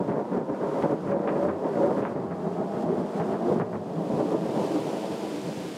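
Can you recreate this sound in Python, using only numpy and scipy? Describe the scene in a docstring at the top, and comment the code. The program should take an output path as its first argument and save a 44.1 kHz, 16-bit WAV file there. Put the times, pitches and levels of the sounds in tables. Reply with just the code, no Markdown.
"""Distant thunder over soft hiss

A dense train of shock fronts, dulled by the air, makes a roll that swells and fades; narrow bands of it boom.
Sharper claps crackle out of the roll, each a leading front with scattered fronts, echoes and a thud.
Filtered noise and random pulses make a steady hiss like light rain. Pressure waves too deep to hear push
the recorder's gain down; it creeps back, so the hiss rises as the thunder dies away."""
import sys
import numpy as np
from scipy import signal
from scipy.io import wavfile
from scipy.ndimage import uniform_filter1d

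SR = 44100
rng = np.random.default_rng(int(sys.argv[2]) if len(sys.argv) > 2 else 0)


def store_wav(level_fs):
    """Save 16-bit WAV to argv[1]."""
    pcm = np.round(np.clip(np.atleast_2d(level_fs), -1, 1) * 32767)
    wavfile.write(sys.argv[1], SR, pcm.T.astype(np.int16))


N = 254456
TIME, FREQ = np.arange(N) / SR, np.fft.rfftfreq(N, 1 / SR)  # s, Hz

# colour of the thunder, its treble lost in the air: f/Hz, relative density/dB per Hz
THUNDER_COLOUR = [(25, -66), (43, -24), (57, -37), (74, -15.5), (100, -16), (145, -6), (185, 1), (420, 3),
                  (600, -2), (950, -13.5), (1300, -24), (2000, -35), (3000, -53), (6000, -64)]


def gain_of(db):
    """Turns decibels into an amplitude factor."""
    return 10 ** (np.asarray(db) / 20)


def evened(x):
    """Scales to rms 1."""
    return x / np.sqrt(np.mean(x ** 2) + 1e-20)


def smoothed_twice(x, size):
    """Two moving averages in a row, each size samples long."""
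    return uniform_filter1d(uniform_filter1d(x, size), size)


def steadied(x, span_s):
    """Evens out the slow swells of a random texture and keeps its grain."""
    power = smoothed_twice(x ** 2, int(span_s * SR))
    return x / np.sqrt(abs(power) + 1e-12)


def butter(x, order, hz, kind="low"):
    """Runs x through a causal Butterworth filter."""
    return signal.sosfilt(signal.butter(order, hz, kind, fs=SR, output="sos"), x)


def read(points, hz):
    """Reads a spectrum table on a log-frequency axis."""
    f, value = np.transpose(points)
    return np.interp(np.log(hz + 1), np.log(f), value)


def band(lo_hz, hi_hz):
    """Gain in dB of a band with steep, smooth edges."""
    low_edge = 1 + (lo_hz / (FREQ + 1)) ** 12
    high_edge = 1 + (FREQ / hi_hz) ** 12
    return -10 * np.log10(low_edge * high_edge)


def colour(x, db):
    """Minimum-phase filter shaped by db, scaled to unit energy: each pulse keeps its sharp front."""
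    log_gain = np.log(gain_of(np.maximum(db - db.max(), -100)))
    circle = np.concatenate([log_gain, log_gain[-2:0:-1]])
    # the Hilbert transform of the log gain gives the minimum phase
    spectrum = np.exp(np.conj(signal.hilbert(circle)))
    taps = np.fft.ifft(spectrum).real[:8192]
    return signal.oaconvolve(x, taps / np.linalg.norm(taps))[:N]


def bell(top_s, length_s):
    """A smooth rise and fall of height 1, down 17 dB at length_s either side of its top."""
    return np.exp(-2 * ((TIME - top_s) / length_s) ** 2)


def shocks(per_s, spread_db):
    """Shock fronts from the kinks of the lightning channel: random times, many weak and a few strong."""
    size = gain_of(spread_db * np.minimum(rng.exponential(1, N), 4))
    sign = rng.choice([-1, 1], N)
    arrives = rng.random(N) < per_s / SR
    return evened(size * sign * arrives)


def mirrored(fronts, share, delay_s, drift):
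    """Each front returns from the ground; the delay wanders as the sound moves along the channel."""
    knots = np.arange(0, TIME[-1] + .2, .2)
    wander = np.interp(TIME, knots, rng.standard_normal(len(knots)))
    delay = delay_s * np.exp(drift * wander)
    source = np.arange(N) - (delay * SR).astype(int)
    return fronts + share * fronts[np.clip(source, 0, N - 1)]


def peals(x, db):
    """Three peals from different parts of the sky: nearby echoes favour and cancel different bands in each."""
    # echo ripple of each peal, added to the colour: f/Hz, distance to 1/e^2 of the lift/Hz, lift/dB
    first_peal = [(151.7, 16, 5), (194, 18, 4.5), (254, 13, -5), (362.5, 49, -2.5), (423, 39, 0.5),
                  (456.6, 13, -8), (519, 39, -4.5), (564, 76, 4), (609, 33, -4.5), (663, 6.3, -12.5),
                  (800, 72, -3), (955, 50, 4.5), (1130, 37, -5.5)]
    second_peal = [(111, 19, 3.5), (171.4, 38, 8), (184, 8.7, -0.5), (222, 20, 1.5), (301, 23, -7),
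                   (341, 18, -4.5), (404, 50, 1.5), (515, 110, -5.5), (624.7, 11.5, 7.5), (677, 16, 4),
                   (805, 14, 9.5), (830, 26, -3), (1277, 15, 6)]
    third_peal = [(180, 122, 9.5), (251, 56, -6), (307.4, 42, 6), (348, 22, -7.5), (510, 83, 1),
                  (570, 10, -1), (660, 34, 4.5), (792, 36, 4), (843, 60, -2.5), (900, 67, 4),
                  (987, 36, 5.5)]
    # middle of the fade from each peal to the next: t/s
    peal_changes = [2.165, 3.9]
    fade_edges = np.add.outer(peal_changes, [-.08, .08]).ravel()
    turn = np.interp(TIME, fade_edges, [0, 1, 1, 2])
    out = np.zeros(N)
    for k, bands in enumerate([first_peal, second_peal, third_peal]):
        ripple = sum(lift * np.exp(-2 * ((FREQ - hz) / width) ** 2) for hz, width, lift in bands)
        presence = np.maximum(1 - abs(turn - k), 0)
        out += presence * colour(x, db + ripple)
    return out


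def lumps(depth_db, span_s):
    """A slow random gain, depth_db rms: the roll is never quite even."""
    drift = smoothed_twice(rng.standard_normal(N), int(span_s * SR))
    return gain_of(depth_db * evened(drift))


def roll_levels():
    """Envelopes of body, deep rumble and crackle: each swell adds its power to the steady roll."""
    # steady roll under the swells: t/s, body level/dB, deep rumble level/dB, crackle level/dB
    steady_roll = [(0.0, -19.5, -24.5, -33), (0.45, -26.5, -35, -33), (0.751, -23, -31.5, -33.5),
                   (1.02, -22.5, -23, -34), (1.4, -19.5, -27, -32.5), (1.6, -20.5, -32.5, -35),
                   (2.05, -19.5, -24, -32), (2.7, -23, -25, -36.5), (3.1, -27, -41, -38.5),
                   (3.4, -23.5, -28.5, -37), (3.6, -20.5, -25, -37), (3.88, -24, -26.5, -39.5),
                   (4.6, -29, -38.5, -45), (5.15, -34.5, -43, -51.5), (5.77, -39.5, -42.5, -66)]
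    # a stretch of the lightning channel heard all at once:
    # t of the top/s, time from top to -17 dB/s, body level/dB, deep rumble level/dB
    swells = [(0.007, 0.035, -12.5, -14.5), (0.17, 0.12, -14.5, -21), (0.39, 0.11, -16, -19.5),
              (0.507, 0.07, -17.5, -20.5), (0.648, 0.11, -18, -27.5), (0.788, 0.035, -22, -39),
              (0.86, 0.02, -16.5, -29), (0.92, 0.048, -16, -23), (1.153, 0.044, -9.5, -14.5),
              (1.204, 0.027, -15, -20), (1.257, 0.048, -14.5, -27), (1.34, 0.07, -19.5, -28),
              (1.49, 0.025, -15.5, -23.5), (1.535, 0.084, -16, -27), (1.66, 0.079, -16.5, -28),
              (1.775, 0.07, -29, -25.5), (1.856, 0.11, -17, -30), (1.91, 0.015, -17.5, -23.5),
              (2.024, 0.018, -25, -27), (2.468, 0.038, -17.5, -17.5), (2.605, 0.043, -18, -23),
              (2.87, 0.067, -17, -17.5), (2.914, 0.051, -20, -26), (3.006, 0.098, -19.5, -20.5),
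              (3.322, 0.07, -22, -26), (3.516, 0.028, -21, -31), (3.994, 0.038, -26.5, -22.5),
              (4.13, 0.055, -24.5, -23), (4.213, 0.053, -20.5, -29), (4.347, 0.051, -20, -31),
              (4.454, 0.05, -28.5, -42), (4.57, 0.035, -27.5, -32), (4.61, 0.033, -32, -32),
              (4.77, 0.045, -27.5, -39.5), (4.87, 0.04, -37, -43), (4.935, 0.021, -33, -45),
              (5.03, 0.026, -40, -39), (5.116, 0.04, -38, -38), (5.285, 0.059, -35, -44),
              (5.488, 0.075, -36, -34.5), (5.585, 0.025, -38, -33), (5.645, 0.056, -38, -41)]
    swell_crackle_db = -17  # relative to the body of the swell
    s, *levels = np.transpose(steady_roll)
    power = gain_of([np.interp(TIME, s, db) for db in levels]) ** 2
    for top_s, length_s, body_db, deep_db in swells:
        tops = gain_of([body_db, deep_db, body_db + swell_crackle_db])
        power += np.outer(tops, bell(top_s, length_s)) ** 2
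    return np.sqrt(power)


def roll():
    """Far fronts merge into a deep rumble; nearer ones stay apart and crackle."""
    body, deep, crackle = roll_levels() * lumps(depth_db=1.02, span_s=0.024)
    air = read(THUNDER_COLOUR, FREQ)
    fronts = shocks(per_s=1500, spread_db=1)
    fronts = mirrored(fronts, share=0.27, delay_s=.008, drift=.15)
    rumble = deep * steadied(peals(fronts, air + band(4.7, 242.5)), span_s=0.043)
    middle = body * steadied(peals(fronts, air + band(288.4, 904)), span_s=0.031)
    top = crackle * steadied(peals(fronts, air + band(1025, 8000)), span_s=0.017)
    return rumble + middle + top


def hiss():
    """A fine, even hiss of countless far drops: noise plus random pulses, coloured together."""
    hiss_colour = [(100, -11.5), (800, 6.5), (2000, 1.5), (3200, 1.5), (4000, -2), (4800, -1.5),
                   (6000, -5.5), (7200, -6), (9000, -9.5), (11000, -14), (13500, -19.5), (15600, -22.5)]  # spectrum of the drops: f/Hz, relative density/dB per Hz
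    hiss_db = -45.5  # rms, ahead of the gain control
    drops = rng.standard_normal(N) + 0.54 * shocks(per_s=3000, spread_db=4.0)
    return gain_of(hiss_db) * evened(colour(drops, read(hiss_colour, FREQ)))


def pressure_waves():
    """Slow pushes of air from the thunder, below hearing."""
    # pushes of air, ahead of the low cut: t of the peak/s, peak level/dB
    waves = [(0.01, -6.5), (0.131, -3.5), (0.23, -3.5), (0.413, -2), (0.876, -10.5), (0.966, -5),
             (1.147, -4), (1.481, -8.5), (1.544, -5), (1.896, -9.5), (2.037, -5.5), (2.15, -3),
             (2.271, -2.5), (2.462, -7), (2.597, -6.5), (2.863, -7), (3.03, -8.5), (3.216, -10),
             (3.358, -8.5), (3.559, -12), (3.642, -3.5), (3.791, -5), (3.9, -7), (4.231, -14),
             (4.338, -15.5)]
    wave_length_s = 0.061  # from the peak to -17 dB
    return sum(gain_of(db) * bell(s, wave_length_s) for s, db in waves)


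def burst(start_s, length_s, level_db, t60, rise_s):
    """Envelope of a clap: quick rise, hold while its fronts arrive, exponential decay."""
    age = TIME[:SR]
    fade = np.maximum(age - length_s, 0) / max(t60, .02)
    rise = 1 - np.exp(-age / rise_s)
    decay = np.exp(-np.log(1000) * np.minimum(fade, 2))
    shape = gain_of(level_db) * rise * decay
    return np.pad(shape, (round(start_s * SR), N))[:N]


def claps():
    """A leading front, then scattered ones and their echoes, dulled by the clap's own path, over a thud."""
    # one row a clap: t/s, length of its cluster of fronts/s, crack level/dB,
    # leading front over the crack/dB, thud level/dB, top of the crack's treble/Hz
    clap_rows = [(0.08, 0.022, -27, 12, -15, 1800), (0.112, 0.01, -28, 20, -33, 2100),
                 (0.166, 0.007, -33, 17, -16, 1700), (0.323, 0.035, -26, 13, -22, 1400),
                 (0.378, 0.008, -29, 24, -15, 1400), (0.487, 0.0087, -28, 15, -17, 1700),
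                 (0.635, 0.0071, -32, 18, -26, 1690), (0.825, 0.004, -35, 29.5, -22, 5500),
                 (0.837, 0.015, -18.5, 17, -17, 1200), (0.922, 0.0079, -26.5, 26, -12, 1400),
                 (1.071, 0.028, -30, 15, -18, 1800), (1.113, 0.012, -23.5, 17, -27, 2000),
                 (1.27, 0.005, -28, 17, -27, 2300), (1.2762, 0.005, -21.5, 27, -23, 2540),
                 (1.284, 0.004, -28, 21, -15, 2000), (1.357, 0.0052, -36, 27, -17, 2680),
                 (1.448, 0.012, -29.5, 20, -18.5, 1700), (1.486, 0.013, -19.5, 21, -20, 1700),
                 (1.637, 0.01, -29.5, 13, -23, 1700), (1.964, 0.0086, -34, 20, -20, 2100),
                 (2.021, 0.014, -29, 21, -13, 3400), (2.0516, 0.012, -22.5, 30, -33, 2100),
                 (2.153, 0.013, -30, 11, -11.5, 2200), (2.182, 0.0051, -34, 26, -22, 1600),
                 (2.303, 0.021, -24, 14, -16, 1700), (2.601, 0.006, -36, 29, -19, 1400),
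                 (3.146, 0.0083, -45, 20, -22.5, 1780), (3.199, 0.014, -23.5, 22, -14, 1650),
                 (3.228, 0.0062, -38, 20, -31, 1500), (3.332, 0.026, -29, 17, -22, 1610),
                 (3.559, 0.0065, -31.5, 28, -14, 1300), (3.599, 0.0088, -21.5, 27, -13.5, 1490),
                 (3.611, 0.0079, -24, 25, -13, 1900), (3.73, 0.026, -25.5, 26, -19, 1550),
                 (3.964, 0.023, -39, 15, -24, 1700), (4.488, 0.005, -43, 20, -24.5, 1800)]
    crack_colour = [(200, -42.5), (600, 6.5), (1000, 10), (1700, 2.5), (2400, -2.5), (3300, -7.5),
                    (5000, -22), (9000, -51)]  # spectrum of a clap before its path: f/Hz, relative density/dB per Hz
    crack_rise_s, crack_t60_s, thud_rise_s, thud_t60_s = 0.0013, 0.13, 0.0014, 0.18
    # the surroundings answer a front a moment later and ring on
    echo_delay_s, echo_db, echo_t60_s = 0.0015, -6, 0.27
    fronts, bright = shocks(per_s=1500, spread_db=3.5), read(crack_colour, FREQ)
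    scatter = steadied(colour(fronts, bright), span_s=0.003)
    front = colour(signal.unit_impulse(N), bright)
    crack, thud = np.zeros((2, N))
    for s, length_s, crack_db, front_db, thud_db, top_hz in clap_rows:
        near = burst(s + echo_delay_s, length_s, crack_db, crack_t60_s, crack_rise_s)
        far = burst(s + echo_delay_s, length_s, crack_db + echo_db, echo_t60_s, crack_rise_s)
        leading = gain_of(crack_db + front_db) * np.roll(front, round(s * SR))
        cluster = scatter * np.maximum(near, far) + leading
        crack += butter(cluster, 3, top_hz)
        thud += burst(s, length_s, thud_db, thud_t60_s, thud_rise_s)
    thud_colour = read(THUNDER_COLOUR, FREQ) + band(117, 1010)
    thud *= steadied(peals(fronts, thud_colour), span_s=0.0056)
    return crack + butter(thud, 3, 100, "high")


def booms():
    """Narrow bands of the fronts swell and fade, and give the roll a pitch."""
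    # one row a boom: t of the top/s, time from top to -17 dB/s, pitch/Hz, level/dB
    boom_rows = [(0.103, 0.046, 135.6, -22), (0.342, 0.066, 204, -17.5), (0.846, 0.028, 867, -27),
                 (0.847, 0.03, 550, -22), (0.863, 0.035, 193, -19), (0.927, 0.025, 550, -21),
                 (1.093, 0.091, 109, -33), (1.141, 0.029, 562.5, -9), (1.31, 0.13, 556.6, -17),
                 (1.458, 0.033, 567.5, -13.5), (1.51, 0.1, 102, -30), (1.84, 0.056, 559, -16.5),
                 (2.25, 0.25, 113, -33.5), (2.923, 0.037, 412, -15.5), (3.24, 0.12, 213, -22.5),
                 (3.474, 0.069, 364, -20), (3.51, 0.045, 484.4, -19), (3.557, 0.044, 215.6, -21),
                 (3.625, 0.05, 114, -24), (3.765, 0.09, 111, -31), (4.237, 0.043, 309.4, -20),
                 (4.348, 0.029, 308, -18.5), (4.429, 0.056, 191.6, -25), (4.761, 0.083, 311, -28.5),
                 (4.818, 0.05, 128, -42), (5.378, 0.066, 307, -32)]
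    widest_hz = 42.4  # low booms are narrower: a quarter of their pitch
    fronts, out = shocks(per_s=1500, spread_db=3.5), np.zeros(N)
    for top_s, length_s, hz, db in boom_rows:
        edges = hz + np.array([-.5, .5]) * min(widest_hz, hz / 4)
        narrow = butter(fronts, 3, edges, "band")
        out += gain_of(db) * bell(top_s, length_s) * steadied(narrow, span_s=0.019)
    return out


def scene():
    """Thunder over the hiss, one channel."""
    return (roll() + hiss() + pressure_waves() + claps() + booms())[None]


def record(dry):
    """Gain control hears the pressure waves, falls fast and recovers slowly; a low cut removes them."""
    limit_db, recovery_db_per_s, react_s = -18.5, 26.5, 0.0131
    size, recovered = int(react_s * SR), recovery_db_per_s * TIME
    power_db = 10 * np.log10(abs(uniform_filter1d(dry[0] ** 2, size)) + 1e-12)
    excess_db = np.maximum(power_db - limit_db, 0)
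    # hold the deepest cut so far, less what has recovered since
    cut_db = np.maximum.accumulate(excess_db + recovered) - recovered
    low_cut = signal.butter(4, 29, "high", fs=SR, output="sos")
    heard = signal.sosfiltfilt(low_cut, dry, padtype="even", padlen=SR // 4)
    held = heard * gain_of(-uniform_filter1d(cut_db, size))
    # steep limit at the top of the band, Hz
    band_limit = signal.firwin(801, 15680, window=("kaiser", 9), fs=SR)
    return signal.oaconvolve(held, band_limit[None], "same")


dry = scene()
out = record(dry)
store_wav(out)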